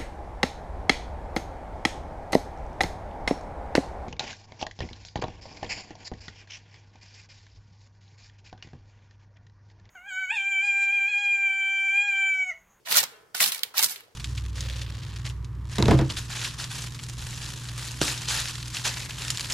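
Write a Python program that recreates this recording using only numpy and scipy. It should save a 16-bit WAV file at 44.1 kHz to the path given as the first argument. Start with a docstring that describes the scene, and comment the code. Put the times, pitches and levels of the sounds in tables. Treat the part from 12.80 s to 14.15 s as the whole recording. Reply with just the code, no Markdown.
"""A gloved hand presses baking paper into a metal pot three times, close to a pair of microphones.
The paper crackles as clumped random wavelets; creases snap as noise bursts through a resonant patch,
and the sheet pops as short damped tones. Soft knocks and a low thump come from the pushed pot.
The pot wall rings on its modes, sparse echoes fill pot and kitchen, and shaped noise is the room tone."""
import sys
import numpy as np
from scipy import signal
from scipy.fft import rfft, irfft
from scipy.io import wavfile
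from scipy.ndimage import uniform_filter1d

SR = 44100
rng = np.random.default_rng(int(sys.argv[2]) if len(sys.argv) > 2 else 0)


def voltage_ratio(decibels):
    """Convert decibels (scalar or array-like) to amplitude ratios, 20 dB per decade."""
    exponent = np.asarray(decibels, float) / 20
    return 10 ** exponent


def generate_wav(signal):
    """Clip the signal to [-1, 1] and save it as 16-bit WAV at the path in sys.argv[1]."""
    frames = np.transpose(np.atleast_2d(signal))
    scaled = np.clip(frames, -1, 1) * 32767
    pcm = np.round(scaled).astype(np.int16)
    wavfile.write(sys.argv[1], SR, pcm)


N = 59535  # length [samples]

# Strength and colour of the paper's rustle, one list of rows for each press of the hand:
# (time [s], relative level [dB], treble gain [dB], thump relative to level [dB], body gain [dB])
PRESSES = [
    [(0.045, -108, 2, -30, -3), (0.051, -53, -22, -37, -2), (0.058, -37.5, -2.5, -39, 5),
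     (0.127, -23, 8.5, -24, 7), (0.135, -23.5, 2, -28, 0), (0.175, -13.5, 6, -36, 0.5),
     (0.225, -29.5, 3.5, -21.5, 3), (0.233, -22, 1, -26.5, 8.5), (0.273, -49, -5.5, -10.5, 5),
     (0.535, -78, 6, -25, 3)],
    [(0.54, -87.5, 1.5, -29, -1), (0.546, -29, 1.5, -21, 5.5), (0.596, -32, 9, -40, -1),
     (0.604, -17.5, 5, -29, 1), (0.69, -26.5, 9.5, -24, -4.5), (0.714, -34, 1, -31, 1),
     (0.72, -29, 6, -34, -7.5), (0.822, -45, 1, -32, 8.5), (0.834, -38, -4, -18, -10),
     (0.852, -42, 3, -21.5, 5.5), (0.93, -57, -3, -25, 11.5)],
    [(0.935, -69, -6, -26.5, 6), (0.941, -39.5, -2, -30, 12), (0.991, -17.5, 7.5, -39.5, -1),
     (1.011, -24.5, 4, -30, -2), (1.037, -21.5, 11, -27, 2), (1.077, -38.5, 12, -13.5, -9.5),
     (1.111, -33.5, 8.5, -28, -3), (1.35, -75.5, -11, -28, 8.5)],
]
MAX_LAG_S = 0.00026  # largest delay between the two microphones
TREBLE_HZ = 5300


def evened(x):
    """Normalization: scales to unit rms."""
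    return x / np.sqrt(np.mean(x ** 2) + 1e-20)


def read(points, hz):
    """Interpolation: reads a table on a log-frequency axis."""
    f, value = np.transpose(points)
    return np.interp(np.log(hz + 1), np.log(f + 1), value)


def colour(x, points):
    """Linear filtering: weights the spectrum by gains in dB."""
    gain = voltage_ratio(read(points, np.fft.rfftfreq(N, 1 / SR)))
    return irfft(rfft(x) * gain, N)


def high_pass(x, hz):
    """Second-order high-pass: attenuates what lies below its corner."""
    return signal.sosfilt(signal.butter(2, hz, "high", fs=SR, output="sos"), x)


def resonate(x, hz, width):
    """Resonance: a band of the given width [Hz] with gain 1 at its centre."""
    return signal.lfilter(*signal.iirpeak(hz, hz / width, SR), x)


def pan(db):
    """Level difference between channels: half of it up on the left, half down on the right."""
    return voltage_ratio(np.array([[.5], [-.5]]) * db)


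def add(mix, s, sound):
    """Superposition: mixes a sound into both channels at a time."""
    part = mix[:, round(s * SR):][:, :sound.shape[1]]
    part += sound[:, :part.shape[1]]


def floor():
    """Partly coherent noise: quiet room tone whose left-right likeness depends on frequency."""
    # Spectrum of the room tone: (frequency [Hz], relative gain [dB])
    spectrum = [(15, -37.5), (25, 12.5), (134, -5), (217, -19), (427, -9.5), (1160, -28), (3720, -30.5),
                (4030, -39.5), (4370, -28), (16000, -39)]
    # Likeness of the two channels: (frequency [Hz], correlation [0 to 1])
    likeness = [(60, 0.88), (180, 0.13), (550, 0.54), (1650, 0), (4970, 0.57), (15000, 0.37)]
    level_db = -54.5
    a, b = rfft(rng.standard_normal((2, N)))
    same = np.clip(read(likeness, np.fft.rfftfreq(N, 1 / SR)), -1, 1)
    right = same * a + np.sqrt(1 - same ** 2) * b
    return voltage_ratio(level_db) * evened(colour(irfft([a, right], N), spectrum))


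def press(column):
    """Slowly varying excitation: one control of the presses, interpolated over the whole scene."""
    rows = np.concatenate(PRESSES)
    return np.interp(np.arange(N) / SR, rows[:, 0], rows[:, column])


def pressing():
    """Onset gate: 1 from the first touch of the paper on."""
    return np.arange(N) / SR > PRESSES[0][0][0]


def crackle():
    """Random impulse train: thousands of tiny clumped buckles, each a wavelet from its own spot."""
    # Spectral weighting of the paper: (frequency [Hz], relative gain [dB])
    weighting = [(150, -50), (250, -12.5), (370, -5.5), (500, -2.5), (2160, 7.5), (2960, 9.5), (4120, 9),
                 (8260, 0.5), (14900, 2), (16000, -27)]
    rustle_db, body_hz = -5, 1300
    grains_per_s, grain_spread_db, grain_cycles = 20000, 2.4, 1.41
    clump_db, clump_s = 2, 0.0042
    clumps = evened(uniform_filter1d(rng.standard_normal(N), max(int(clump_s * SR), 2)))
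    size = voltage_ratio(grain_spread_db * np.minimum(rng.exponential(1, N), 5) + clump_db * clumps)
    size *= (rng.random(N) < grains_per_s / SR) * rng.choice([-1., 1.], N)
    kind = rng.integers(0, 48, N)  # which of 48 pitches each grain has
    lag = np.round(rng.uniform(-1, 1, N) * MAX_LAG_S * SR).astype(int)
    later = np.clip(np.arange(N) + lag, 0, N - 1)  # arrival at the right microphone
    out = np.zeros((2, N))
    for k, hz in enumerate(np.geomspace(500, 16000, num=48)):
        u = np.arange(200) * hz / SR  # time in cycles
        grain = u * np.exp(-u * 2 / grain_cycles) * np.sin(2 * np.pi * u)
        grain *= np.sqrt(hz) / np.linalg.norm(grain)
        left = size * (kind == k)
        train = np.array([left, np.bincount(later, left, N)])
        out += signal.oaconvolve(train, grain[None], axes=1)[:, :N]
    out = evened(colour(out, weighting))
    treble = high_pass(out, TREBLE_HZ)
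    body = signal.sosfilt(signal.butter(2, body_hz, fs=SR, output="sos"), out)
    shaded = out + (voltage_ratio(press(4)) - 1) * body + (voltage_ratio(press(2)) - 1) * treble
    return pressing() * voltage_ratio(press(1) + rustle_db) * shaded


def thump():
    """Narrow-band noise: the hand pushes the pot and its air, a low rumble that follows the press."""
    centre_hz, width_hz = 155, 140
    low = rng.standard_normal((2, N))
    for _ in range(2):
        low = resonate(low, centre_hz, width_hz)
    shared = low + low[::-1] * .4  # each channel hears some of the other
    return pressing() * voltage_ratio(press(1) + press(3)) * evened(shared)


def pot(x):
    """Modal superposition: the metal wall rings faintly as a sum of decaying sines."""
    # Modes of the pot wall: (frequency [Hz], relative level [dB], t60 [s])
    modes = [(420, -2, .4), (657, -7, .5), (996, -8, .6), (1308, -6, .6), (1507, -3, .7), (1728, -7, .7),
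             (1873, -10, .6), (2148, -8, .5), (2342, -14, .6), (2740, 0, .3), (3210, -12, .5),
             (4161, -14, .4)]
    t = np.arange(N) / SR
    ring = sum(voltage_ratio(db - 60 * t / t60) * np.sin(2 * np.pi * hz * t) for hz, db, t60 in modes)
    return signal.fftconvolve(x, ring[None] / len(modes), axes=1)[:, :N]


def echoes(x, t60s, first):
    """Exponential reverberant decay: sparse random echoes per channel, each band with its own t60."""
    taps = np.zeros((2, SR))
    at = np.arange(first, SR - 40, 12)  # one echo in every 12 samples
    at = at + rng.integers(0, 12, (2, len(at)))
    np.put_along_axis(taps, at, rng.choice([-1., 1.], at.shape), 1)
    hz, t, z = signal.stft(taps, SR, nperseg=128)
    decay = voltage_ratio(-60 * t / read(t60s, hz)[:, None])
    h = signal.istft(z * decay, SR, nperseg=128)[1]
    h[:, :first] = 0  # silence before the first echo [samples]
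    h /= np.linalg.norm(h, axis=1, keepdims=True)
    return signal.fftconvolve(x[None], h, axes=1)[:, :N]


def tail(x, t60s, first):
    """Varying echo paths: three spots take turns, so that like sounds do not share one colour."""
    turn = np.arange(N) / SR * 2 * np.pi * 9  # nine turns a second
    mono = x.mean(0) * np.sqrt(2 / 3)  # keeps the summed power of the three weights at 1
    return sum(echoes(mono * np.cos(turn + k * np.pi / 3), t60s, first) for k in range(3))


def snap(s, db, hz, treble_db, pan_db):
    """Impulsive excitation of a resonator: a flipping crease drives the patch of paper beside it."""
    rise_s, rattle_s = 0.00088, 0.0047  # burst peak time; decay of the rattle between the pot walls
    level_db, rattle_db = -8, -2
    patch_q, patch_width_hz, click_share = 2.6, 500, .45
    t = np.arange(2000) / SR
    draw = rng.standard_normal((3, len(t)))
    lag = round(np.clip(draw[0, 0], -1, 1) * MAX_LAG_S * SR)
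    burst = np.roll(draw[0] * (t / rise_s) * np.exp(1 - t / rise_s), 14)
    burst = np.array([burst, np.roll(burst, lag)])
    burst += voltage_ratio(rattle_db) * draw[1:] * np.minimum(t / rise_s / 2, 1) * np.exp(-t / rattle_s)
    click = np.zeros_like(burst)
    click[0, 30], click[1, 30 + lag] = 1, 1
    drive = click_share * evened(click) + (1 - click_share) * evened(burst)
    patch = resonate(drive, hz, patch_width_hz + hz / patch_q)
    patch = resonate(patch, hz, 2 * hz / patch_q + patch_width_hz)
    hiss = high_pass(burst, TREBLE_HZ / 2)
    wave = evened(patch) + voltage_ratio(treble_db) * evened(hiss)
    wave[1] *= np.linalg.norm(wave[0]) / np.linalg.norm(wave[1])  # equal energy before panning
    wave *= voltage_ratio(db + level_db) * np.sqrt(rise_s * SR) / np.linalg.norm(wave) * 2
    return s, wave * pan(pan_db)


def swing(s, db, hz, pan_db, cycles):
    """Damped oscillation: a dull short tone that swells and dies within a few cycles."""
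    thin_share = 0.53  # a thin wall sends out little below this share of its pitch
    u = np.arange(3000) * hz / SR  # time in cycles
    wave = u / cycles * np.exp(1 - u / cycles) * np.sin(2 * np.pi * u)
    return s, high_pass(wave, hz * thin_share) * voltage_ratio(db) * pan(pan_db)


def scene():
    """Linear superposition: paper and knocks, their echoes in pot and kitchen, and the room tone."""
    # Creases that snap: (time [s], relative level [dB], patch pitch [Hz],
    # treble relative to patch [dB], left over right [dB])
    creases = [(0.0615, -31, 4120, -3, 0), (0.111, -13.5, 3950, -2, 1.5), (0.114, -15.5, 1860, -10, 1),
               (0.1205, -9.5, 2640, 1.5, -8), (0.125, -7.5, 4750, 2, 2), (0.144, -10, 4530, -3.5, 2.5),
               (0.1576, -11, 4700, 6.5, -5), (0.1694, -1.5, 1610, 6, -3), (.1712, -8.5, 5100, -9, -4.5),
               (.1811, -7, 5000, 17, -1), (.1880, -9.5, 5600, -8, 15.5), (.2060, -19.5, 4730, 14.5, 1.5),
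               (0.2292, -15.5, 4300, 25, -4), (0.2373, -13, 6600, 0, -4), (0.5479, -16.5, 4860, -1.5, -4),
               (0.603, -9, 3560, 4, 11), (0.6079, -8.5, 8200, -3.5, -1), (0.624, -8, 3540, 10, 3),
               (0.6396, -4.5, 4100, 2, -0.5), (0.6452, -16, 3200, 2.5, -9), (0.66, -11.5, 3700, -13, -3),
               (0.676, -16, 4500, 4.5, 7), (0.7197, -11.5, 3530, 3.5, -0.5), (0.7466, -16.5, 4540, 34.5, 1),
               (0.7797, -24.5, 4470, 4, 1), (0.7921, -23.5, 4100, 0.5, 3), (0.8327, -6, 3660, 0, -5),
               (0.9797, -4.5, 5100, 10, -2), (0.9915, -13, 4800, -25, 2), (1.026, -5.5, 4170, 17.5, -8),
               (1.033, -7.5, 6500, 20, 15), (1.0425, -5, 5900, 4, -7), (1.0607, -14, 5400, 6.5, 1),
               (1.1595, -23.5, 3400, -4, -1.5), (1.2058, -32, 2440, -2, -0.5)]
    # The sheet pops in or out as a whole, one broad swing:
    # (time [s], relative level [dB], pitch [Hz], left over right [dB])
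    pops = [(0.0739, -24, 1910, -4.5), (0.5469, -26, 1497, -10), (0.6043, -10, 2090, 0),
            (0.832, -36.5, 1510, -4), (0.943, -29, 1260, 2), (.9924, -13, 4940, -1),
            (1.027, -26.5, 900, -1), (1.2799, -50, 593, -2)]
    # Soft knocks on the pot wall: (time [s], relative level [dB], pitch [Hz], drive of the ring [dB])
    wall_knocks = [(0.318, -51, 464, -35.5), (0.37, -61, 411, -46.5), (.428, -57, 440, -59.5),
                   (0.849, -48, 446, -47.5), (1.107, -49.5, 776, -54), (1.171, -59, 399, -70.5),
                   (1.222, -60, 457, -64)]
    # Decay of the echoes inside the pot: (frequency [Hz], t60 [s])
    bowl = [(300, 0.013), (2000, 0.056), (12000, 0.021)]
    # Decay of the kitchen's echoes: (frequency [Hz], t60 [s])
    kitchen = [(250, 0.98), (1000, 1), (2500, 0.6), (5000, 0.32), (9000, 0.36), (16000, 0.26)]
    left_db = -3.5  # rustle and knocks, left over right
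    bowl_db, kitchen_db, pot_db = -3, -17.5, -59
    ring_lag_s = .014  # the ring comes up a moment after the knock

    rustle = crackle() * pan(left_db)
    snaps, knocks, blows = np.zeros((3, 2, N))
    for row in creases:
        add(snaps, *snap(*row))
    for s, db, hz, ring_db in wall_knocks:
        add(knocks, *swing(s, db, hz, left_db, cycles=2.5))
        add(blows, s + ring_lag_s, voltage_ratio(ring_db) * np.ones((2, 1)))
    for row in pops:
        add(knocks, *swing(*row, cycles=0.42))
    paper = rustle + snaps + knocks
    near = paper + voltage_ratio(bowl_db) * tail(rustle + knocks, bowl, first=40)  # snaps have their own rattle
    metal = pot(voltage_ratio(pot_db) * paper + blows)
    far = voltage_ratio(kitchen_db) * tail(paper, kitchen, first=300)
    return near + metal + far + thump() + floor()


def low_pass(x):
    """Removes everything above the highest recorded frequency."""
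    return signal.sosfilt(signal.butter(12, 16970, fs=SR, output="sos"), x)


def record(dry):
    """Coincidence at long wavelengths: close microphones narrow the bass; low cut and band limit."""
    close_hz, close_db = 900, -0.5  # the left-right difference is slightly weaker below this
    low_cut_hz, edge_hz = 213, 16050
    mid, side = (dry[0] + dry[1]) / 2, (dry[0] - dry[1]) / 2
    side = colour(side, [(close_hz / 2, close_db), (close_hz * 2, 0)])
    cut = high_pass([mid + side, mid - side], low_cut_hz)
    edge = signal.firwin(511, edge_hz, window=("kaiser", 9), fs=SR)
    mix = signal.oaconvolve(cut, edge[None], "same")
    return low_pass(mix)


dry = scene()
out = record(dry)
generate_wav(out)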